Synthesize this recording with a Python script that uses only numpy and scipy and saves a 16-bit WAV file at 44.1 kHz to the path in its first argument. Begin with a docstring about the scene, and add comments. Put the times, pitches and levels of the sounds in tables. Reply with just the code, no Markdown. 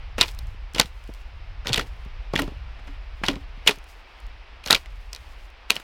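"""Twigs crack in quick runs as a boot stamps on a dry, twiggy log lying in grass beside a river.
Each crack is noise ringing a twig stub, with a treble click and a splintery crunch.
Knocks are pushes into damped resonances; the log rings in a few decaying sine modes.
Grass is grainy noise that follows the boot, with single stalk ticks on top.
The river is a smooth distant hiss; wind is low noise buffeting the microphone."""
import sys
import numpy as np
from scipy import signal
from scipy.fft import rfft, irfft
from scipy.io import wavfile
from scipy.ndimage import uniform_filter1d

SR = 44100
rng = np.random.default_rng(int(sys.argv[2]) if len(sys.argv) > 2 else 0)


def invert_db(level):
    """Linear amplitude ratio for a level in decibels (20 dB per decade), elementwise."""
    return 10 ** (np.asarray(level, dtype=float) / 20)


def output_pcm(signal):
    """Save a mono or channel-first signal as 16-bit PCM at the path in sys.argv[1].

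    Samples are clipped to [-1, 1] before scaling.
    """
    pcm = np.clip(np.atleast_2d(signal).T, -1, 1) * 32767
    wavfile.write(sys.argv[1], SR, np.round(pcm).astype(np.int16))


N = 257102
T = np.arange(N) / SR
BURST = 4096  # samples in one short event

# Stamps of the boot. Each row: start in seconds, length in seconds,
# small-twig peak level in dB before sag and scatter, grass level in dB before its flicker.
STAMPS = [(0.184, .10, -26.5, -50.5), (0.75, .09, -28, -53.5), (1.672, .16, -30, -55.5),
          (2.335, .11, -26.5, -57), (3.235, .11, -29, -58.5), (3.661, .07, -27.5, -52),
          (4.655, .12, -28, -54), (5.70, .07, -34, -50.5)]


def unit(x):
    """Scale to rms 1."""
    return x / np.sqrt(np.mean(x ** 2))


def colour(x, points):
    """Filter by a spectrum of (Hz, relative dB) points, then scale to rms 1."""
    hz, db = np.transpose(points)
    f = np.fft.rfftfreq(len(x), 1 / SR) + 1  # the 1 keeps the logarithm finite
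    gain = invert_db(np.interp(np.log(f), np.log(hz), db))
    return unit(irfft(rfft(x) * gain, len(x)))


def curve(rows):
    """Gain over time from (seconds, dB) rows."""
    return invert_db(np.interp(T, *np.transpose(rows)))


def walk(rate):
    """Random levels held 1 / rate seconds and smoothed twice, scaled to rms 1."""
    hold = int(SR / rate)
    steps = rng.standard_normal(N)[np.arange(N) // hold]
    return unit(uniform_filter1d(uniform_filter1d(steps, hold), hold))


def grit(shape, spread_db):
    """Noise whose samples differ widely in size: fibres and stalks letting go one by one."""
    return rng.standard_normal(shape) * invert_db(spread_db * rng.exponential(size=shape))


def ring(x, hz, width_hz):
    """One resonance, gain 1 at its centre."""
    return signal.lfilter(*signal.iirpeak(hz, hz / width_hz, fs=SR), x)


def ring_twice(x, hz, width_hz, broad_hz, second_width_hz):
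    """Two resonances in a row, scaled to rms 1."""
    return unit(ring(ring(x, hz, width_hz), broad_hz, second_width_hz))


def add(track, s, burst, db, size=50):
    """Lay a burst on the track, its loudest stretch of size samples as strong as a sine of peak db."""
    power = uniform_filter1d(2 * burst ** 2, size=size)
    i = int(s * SR)
    track[i:i + len(burst)] += (burst * invert_db(db) / np.sqrt(power.max()))[:N - i]


def fade(ms, rise_ms):
    """A smooth rise, then 8 dB lost in every ms milliseconds."""
    t = T[:BURST] * 1000
    return (1 - np.exp(-(t / rise_ms) ** 2)) * invert_db(-8 * t / ms)


def cracks():
    """Tearing fibres ring the twig stub and click broadly; splinters crunch around each break."""
    # The louder twig cracks. Each row: moment in seconds, peak level in dB, stub pitch in Hz,
    # nominal fade in ms (each layer scales it), treble level in dB relative to the peak.
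    loud_snaps = [(0.182, -22, 2540, 2, -45), (0.1865, -22.5, 1720, 3.5, -11), (0.191, -25, 2360, 5, -15.5),
                  (0.204, -19.5, 2440, 3.5, -23), (0.2117, -2.5, 3450, 2.5, -18.5),
                  (0.2172, -6.5, 3600, 1.5, -28.5), (0.2282, -16.5, 3310, 4.5, -16),
                  (0.235, -17, 2520, 4.5, -25), (0.282, -29, 3800, 3, -13.5),
                  (0.2894, -33.5, 3810, 2.5, -13), (0.3893, -31, 4100, 1.8, -6.5),
                  (0.7479, -25, 4210, 3, -12.5), (0.761, -24, 2690, 7.5, -23),
                  (0.7834, -17.5, 2870, 3.5, -21.5), (0.7904, -22.5, 3000, 6, -16),
                  (0.7982, -2, 3740, 3, -9.5), (0.8125, -13, 3950, 2, -17), (0.8181, -19.5, 2910, 3, -24.5),
                  (0.8585, -34.5, 3410, 2, -15), (1.6488, -35, 1330, 4, -37), (1.657, -31, 1610, 3, -38),
                  (1.6709, -15.5, 3400, 2.5, -19), (1.68, -25, 3840, 3.0, -13),
                  (1.693, -21.5, 3130, 2.5, -24.5), (1.724, -23.5, 3330, 1.8, -29.5),
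                  (1.7316, -9, 3450, 1.5, -31), (1.7367, -15.5, 3340, 3.0, -13),
                  (1.744, -8, 3260, 1.5, -24), (1.7596, -17.5, 3280, 7, -15.5),
                  (1.7763, -16.5, 2810, 3.5, -14.5), (1.7798, -13, 2470, 2.5, -21),
                  (1.7946, -17, 1660, 6, -16.5), (1.8118, -25.5, 2150, 3, -24),
                  (2.336, -22.5, 1150, 3, -35.5), (2.3565, -19, 2920, 1.5, -19),
                  (2.3614, -10, 2100, 2, -29.5), (2.377, -22.5, 2560, 4, -22),
                  (2.3901, -17.5, 1280, 4.5, -22), (2.3961, -21.5, 1210, 7.5, -8.5),
                  (2.4205, -24, 3130, 2, -4.5), (2.478, -35, 1470, 1.9, -30), (3.2364, -24, 1100, 4, -37),
                  (3.244, -25.5, 2500, 1, -16.5), (3.254, -26, 3030, 5, -21.5),
                  (3.2633, -22, 3700, 5, -19.5), (3.2843, -9.5, 2800, 1.5, -25.5),
                  (3.288, -15.5, 2500, 1.5, -22.5), (3.3011, -25, 2270, 4, -23),
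                  (3.3564, -33.5, 2840, 3, -22.5), (3.6635, -29, 2440, 9, -16), (3.673, -16, 2500, 3, -22),
                  (3.6754, 0, 3170, 3.5, -21), (3.6814, -9, 4300, 0.5, -14.5), (3.684, -10, 2580, 8, -23),
                  (3.6929, -13.5, 2400, 7.5, -16), (3.71, -18, 3500, 2.2, -21.5),
                  (4.6402, -34, 2700, 3, -17), (4.6614, -22.5, 4160, 2.5, -15.5),
                  (4.6748, -26, 4550, 2.5, -10), (4.684, -24.5, 2780, 2.5, -13),
                  (4.7032, -13, 1500, 4.5, -22), (4.7076, -1.5, 3860, 3, -13.5),
                  (4.7153, -14, 2350, 6.5, -11.5), (4.721, -16, 3000, 8, -11), (4.728, -2.5, 3570, 2, -17),
                  (4.735, -16.5, 1405, 4.5, -19.5), (4.7475, -8, 3500, 3, -20),
                  (4.7512, -9.5, 2640, 2.5, -15.5), (4.7623, -22.5, 2910, 4, -15),
                  (4.86, -34, 2160, 1, -23.5), (5.1315, -24.5, 4500, 1.2, -16.5),
                  (5.1495, -27, 4500, 0.5, -14.5), (5.1622, -31.5, 4040, 1.5, -15),
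                  (5.7004, -20, 2300, 4, -18), (5.705, -0.5, 2690, 1.6, -15.5),
                  (5.7134, -24, 2670, 2, -10.5), (5.718, -24, 2470, 5, -11.5), (5.756, -30, 3850, 3, -3),
                  (5.7654, -17.5, 2850, 1.8, -20), (5.7993, -37.5, 1480, 4, -6.5)]
    # Spectrum of the crunch. Each row: frequency in Hz, relative level in dB per Hz.
    splinter_tone = [(150, -7.5), (400, -3), (1000, -2), (1600, -5.5), (3000, -0.5), (5000, -7),
                     (7000, -19), (16000, -36)]
    body_db = -9  # relative to the stub before both are levelled together
    snaps = [*loud_snaps, *twigs()]
    out, load = np.zeros(N), np.zeros(N)
    treble = signal.butter(2, [7000, 14000], "band", fs=SR, output="sos")
    for (s, db, hz, ms, top_db), fibres in zip(snaps, grit((len(snaps), BURST), 3.0)):
        start = s - 0.001
        tear = fibres * fade(0.51 * ms, 0.78)
        stub = ring_twice(tear, hz, 0.29 * hz, hz, 1.37 * hz)
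        body = ring_twice(tear, 2500, 2200, 2500, 3500)
        add(out, start, stub + invert_db(body_db) * body, db)
        click = signal.sosfilt(treble, fibres[::-1] * fade(0.5 * ms, 0.62))
        add(out, start, click, db + top_db)
        # the crunch grows more slowly than the crack is loud; short clean breaks leave less of it
        crunch_db = 0.68 * db - 24 + 7 * np.log10(ms / 3)
        add(load, s - 0.006, fade(11, 4.9), crunch_db)  # strain begins before the break
    return out + load * colour(grit(N, 2.4), splinter_tone)


def twigs():
    """Small twigs give way at random moments of each stamp, weaker towards its end."""
    per_second = 40
    sag_db, scatter_db = -8, 2.5
    middle_hz, spread_octaves = 2500, 0.35
    middle_ms, middle_treble_db = 4.5, -20.5  # nominal fade and relative treble, as in the crack rows
    rows = []
    for s, length, db, _ in STAMPS:
        count = int(np.ceil(per_second * length))
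        places = (np.arange(count) + rng.random(count)) / count  # 0 to 1 through the stamp
        chances = rng.standard_normal((count, 4)).clip(-2, 2)
        for place, (a, b, c, d) in zip(places, chances):
            peak_db = db + sag_db * place + scatter_db * a
            hz = middle_hz * 2 ** (spread_octaves * b)
            ms = middle_ms * 2 ** (0.6 * c)
            rows.append((s + length * place, peak_db, hz, ms, middle_treble_db + 5 * d))
    return rows


def knocks():
    """A rough quarter-cycle push into a damped low resonance; soil thumps beneath, bark scrapes above."""
    # Knocks of boot and log. Each row: start in seconds, peak level in dB, pitch in Hz,
    # time in ms for the push's roughness to lose 8 dB.
    hits = [(0.1824, -20, 450, 11.5), (0.2115, -14.5, 900, 11), (0.545, -41.5, 150, 9),
            (0.7449, -31, 150, 25), (0.7622, -25, 370, 13), (0.7828, -27.5, 623, 7.5),
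            (0.7966, -12, 650, 8), (0.847, -33, 160, 10), (1.0911, -30, 270, 6.5), (1.657, -29, 620, 11),
            (1.6715, -29.5, 430, 27), (1.6972, -23.5, 404, 25), (1.747, -32, 260, 27),
            (1.7788, -20.5, 280, 26), (2.0605, -33.5, 150, 9.1), (2.3367, -15, 402, 8),
            (2.3562, -16.5, 170, 12.3), (2.3787, -29, 240, 25), (2.3915, -16, 800, 7),
            (2.4206, -22, 280, 18), (2.479, -23.5, 210, 8), (2.5193, -34.5, 240, 11), (2.792, -42, 700, 9),
            (2.875, -39, 900, 10), (3.2153, -33.5, 260, 3), (3.2361, -17, 800, 9), (3.2835, -17, 800, 6),
            (3.2849, -18, 297, 23.5), (3.3375, -27.5, 343, 7), (3.3632, -25.5, 240, 7.5),
            (3.575, -39.5, 171, 8.5), (3.6643, -29, 290, 25), (3.6905, -20.5, 390, 12.5),
            (3.775, -40, 170, 9), (4.6648, -29.5, 610, 14), (4.7048, -12.5, 570, 13),
            (4.7257, -17, 510, 11.5), (5.703, -28, 410, 7.5), (5.7413, -40, 420, 6.4),
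            (5.763, -32.5, 637, 13), (5.7998, -40, 430, 6)]
    soil_db, bark_db = -3, -8  # relative to the wood; bark also grows with pitch
    out = np.zeros(N)
    for (s, db, hz, ms), jolt in zip(hits, rng.standard_normal((len(hits), BURST))):
        push = fade(250 / hz, 120 / hz) + 0.64 * jolt * fade(ms, 0.65)
        wood = ring_twice(push, hz, 0.9 * hz, hz, 2.5 * hz)
        soil = ring_twice(push, 230, 260, 210, 450)
        scrape = jolt * fade(0.63 * ms, 0.98)
        bark = ring_twice(scrape, 1.9 * hz, 1.3 * hz, 1.9 * hz, 2.5 * hz)
        knock = wood + invert_db(soil_db) * soil + invert_db(bark_db) * hz / 450 * bark
        add(out, s, knock, db, size=176)
    return out


def trunk():
    """The log's few hollow bending modes; where the boot pins it decides which one rings most."""
    # Blows that set the log ringing. Each row: start in seconds,
    # peak level in dB of a mode at the favoured pitch, favoured pitch in Hz.
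    blows = [(1.703, -22, 128), (2.398, -21, 279), (2.885, -41, 279), (3.29, -23, 279), (3.358, -37.5, 279),
             (3.688, -22.5, 418)]
    # Bending modes. Each row: frequency in Hz, time in seconds to decay by 60 dB.
    modes = [(128, 0.083), (279, 0.16), (418, .08)]
    off_mode_db_per_octave = -25
    out, t = np.zeros(N), T[:2 * BURST]
    for s, db, best_hz in blows:
        for hz, t60 in modes:
            mode_db = db + off_mode_db_per_octave * abs(np.log2(hz / best_hz))
            envelope = (1 - np.exp(-t / 0.0046)) * invert_db(-60 * t / t60)
            add(out, s, envelope * np.sin(2 * np.pi * hz * t), mode_db, size=176)
    return out


def grass():
    """A fine grainy rustle follows the boot, with a few single stalk ticks."""
    # Faint stalk ticks. Each row: start in seconds, peak level in dB.
    ticks = [(0.3114, -42.5), (0.3174, -42), (0.3481, -44), (0.4695, -49), (0.735, -40), (1.039, -48.5),
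             (1.075, -49), (1.138, -41), (1.1474, -46), (2.0494, -53), (2.8724, -51.5), (3.758, -44),
             (3.7858, -44), (3.841, -48), (4.2018, -49), (4.2662, -51)]
    # Spectrum of the rustle. Each row: frequency in Hz, relative level in dB per Hz.
    rustle_tone = [(1000, -14), (2500, 0.5), (5000, 1.5), (8000, -4.5), (12000, -8), (16000, -9)]
    flicker = invert_db(2.5 * walk(45))
    out = brushing() * flicker * colour(grit(N, 2.5), rustle_tone)
    for (s, db), stalk in zip(ticks, rng.standard_normal((len(ticks), BURST))):
        add(out, s, ring(stalk * fade(1.1, 0.5), 4500, 7000), db)
    return out


def brushing():
    """Grass is crushed during a stamp, springs back fast and settles slowly; sweeps swell and fade."""
    # The boot sweeps through the grass between stamps. Each row: middle in seconds,
    # half length in seconds (gain down to 1/e), level in dB before the flicker.
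    sweeps = [(0.482, 0.066, -68), (1.12, 0.13, -65.5), (2.0, .06, -74), (2.881, .07, -71),
              (3.19, 0.034, -74), (3.91, 0.068, -62.5), (4.208, .07, -73), (4.98, .1, -74),
              (5.26, 0.14, -62.5), (5.45, 0.063, -72.5)]
    still_db, settle_db = -85, -16  # settling is relative to the stamp
    rise_s, drop_s, settle_s = 0.005, 0.03, 0.18
    gain = invert_db(still_db)
    for s, half, db in sweeps:
        gain = gain + invert_db(db) * np.exp(-((T - s) / half) ** 2)
    for s, length, _, db in STAMPS:
        before = np.maximum(s - T, 0)
        after = np.maximum(T - s - length, 0)
        back = np.exp(-after / drop_s) + invert_db(settle_db) * np.exp(-after / settle_s)
        gain = gain + invert_db(db) * np.exp(-before / rise_s) * back
    return gain


def river():
    """Distant smooth hiss that swells slightly: coloured noise with slow and quicker level drift."""
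    # Spectrum of the hiss. Each row: frequency in Hz, relative level in dB per Hz.
    hiss_tone = [(120, -38.5), (200, -8), (400, -5), (800, 0), (1600, -3), (2560, -2), (4270, -12.5),
                 (5200, -14), (6700, -30.5), (9000, -36.5), (16000, -46)]
    level_db = -51 + 0.72 * walk(1.5) + 0.5 * walk(12)
    return invert_db(level_db) * colour(grit(N, 0.97), hiss_tone)


def wind():
    """Low buffeting of the microphone; stronger gusts flutter higher."""
    # Gusts on the microphone. Each row: time in seconds, level of the low rumble in dB.
    gust = curve([(0.0, -36), (0.2, -34), (0.5, -34.5), (0.7, -38), (1.02, -41), (1.4, -38.5), (1.7, -35.5),
                  (2.1, -35.5), (2.6, -35.5), (3.2, -36), (3.55, -37), (3.74, -45), (4.1, -46), (4.27, -40),
                  (4.45, -46.5), (4.9, -39), (5.4, -42), (5.83, -50)])
    # Spectrum of the rumble. Each row: frequency in Hz, relative level in dB per Hz.
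    rumble_tone = [(10, -31.5), (20, -8.5), (32, -2), (45, -0.5), (58, -6.5), (80, -24.5), (120, -38),
                   (200, -46.5), (300, -62.5), (500, -90)]
    rumble = colour(rng.standard_normal(N), rumble_tone)
    flutter_tone = [(30, -29.5), (62, 0.5), (85, -7.5), (130, -20), (300, -51.5), (700, -110)]
    flutter = colour(rng.standard_normal(N), flutter_tone)
    flutter_gain = invert_db(-9.0 + 2.5 * walk(6)) * unit(gust ** 0.54)
    return gust * (rumble + flutter_gain * flutter)


def scene():
    """All sources in the open air; the boot and log sounds bounce once off the ground."""
    near = cracks() + knocks() + trunk()
    bounce = invert_db(-16.5) * np.roll(near, int(0.0021 * SR))
    return (near + bounce + grass() + river() + wind())[None]


def band_limit(x):
    """A steep low-pass at the top of the band."""
    return signal.sosfilt(signal.butter(12, 16440, fs=SR, output="sos"), x)


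def record(dry):
    """Peaks beyond full scale are clipped flat."""
    mix = np.clip(dry, -1, 1)
    return band_limit(mix)


dry = scene()
out = record(dry)
output_pcm(out)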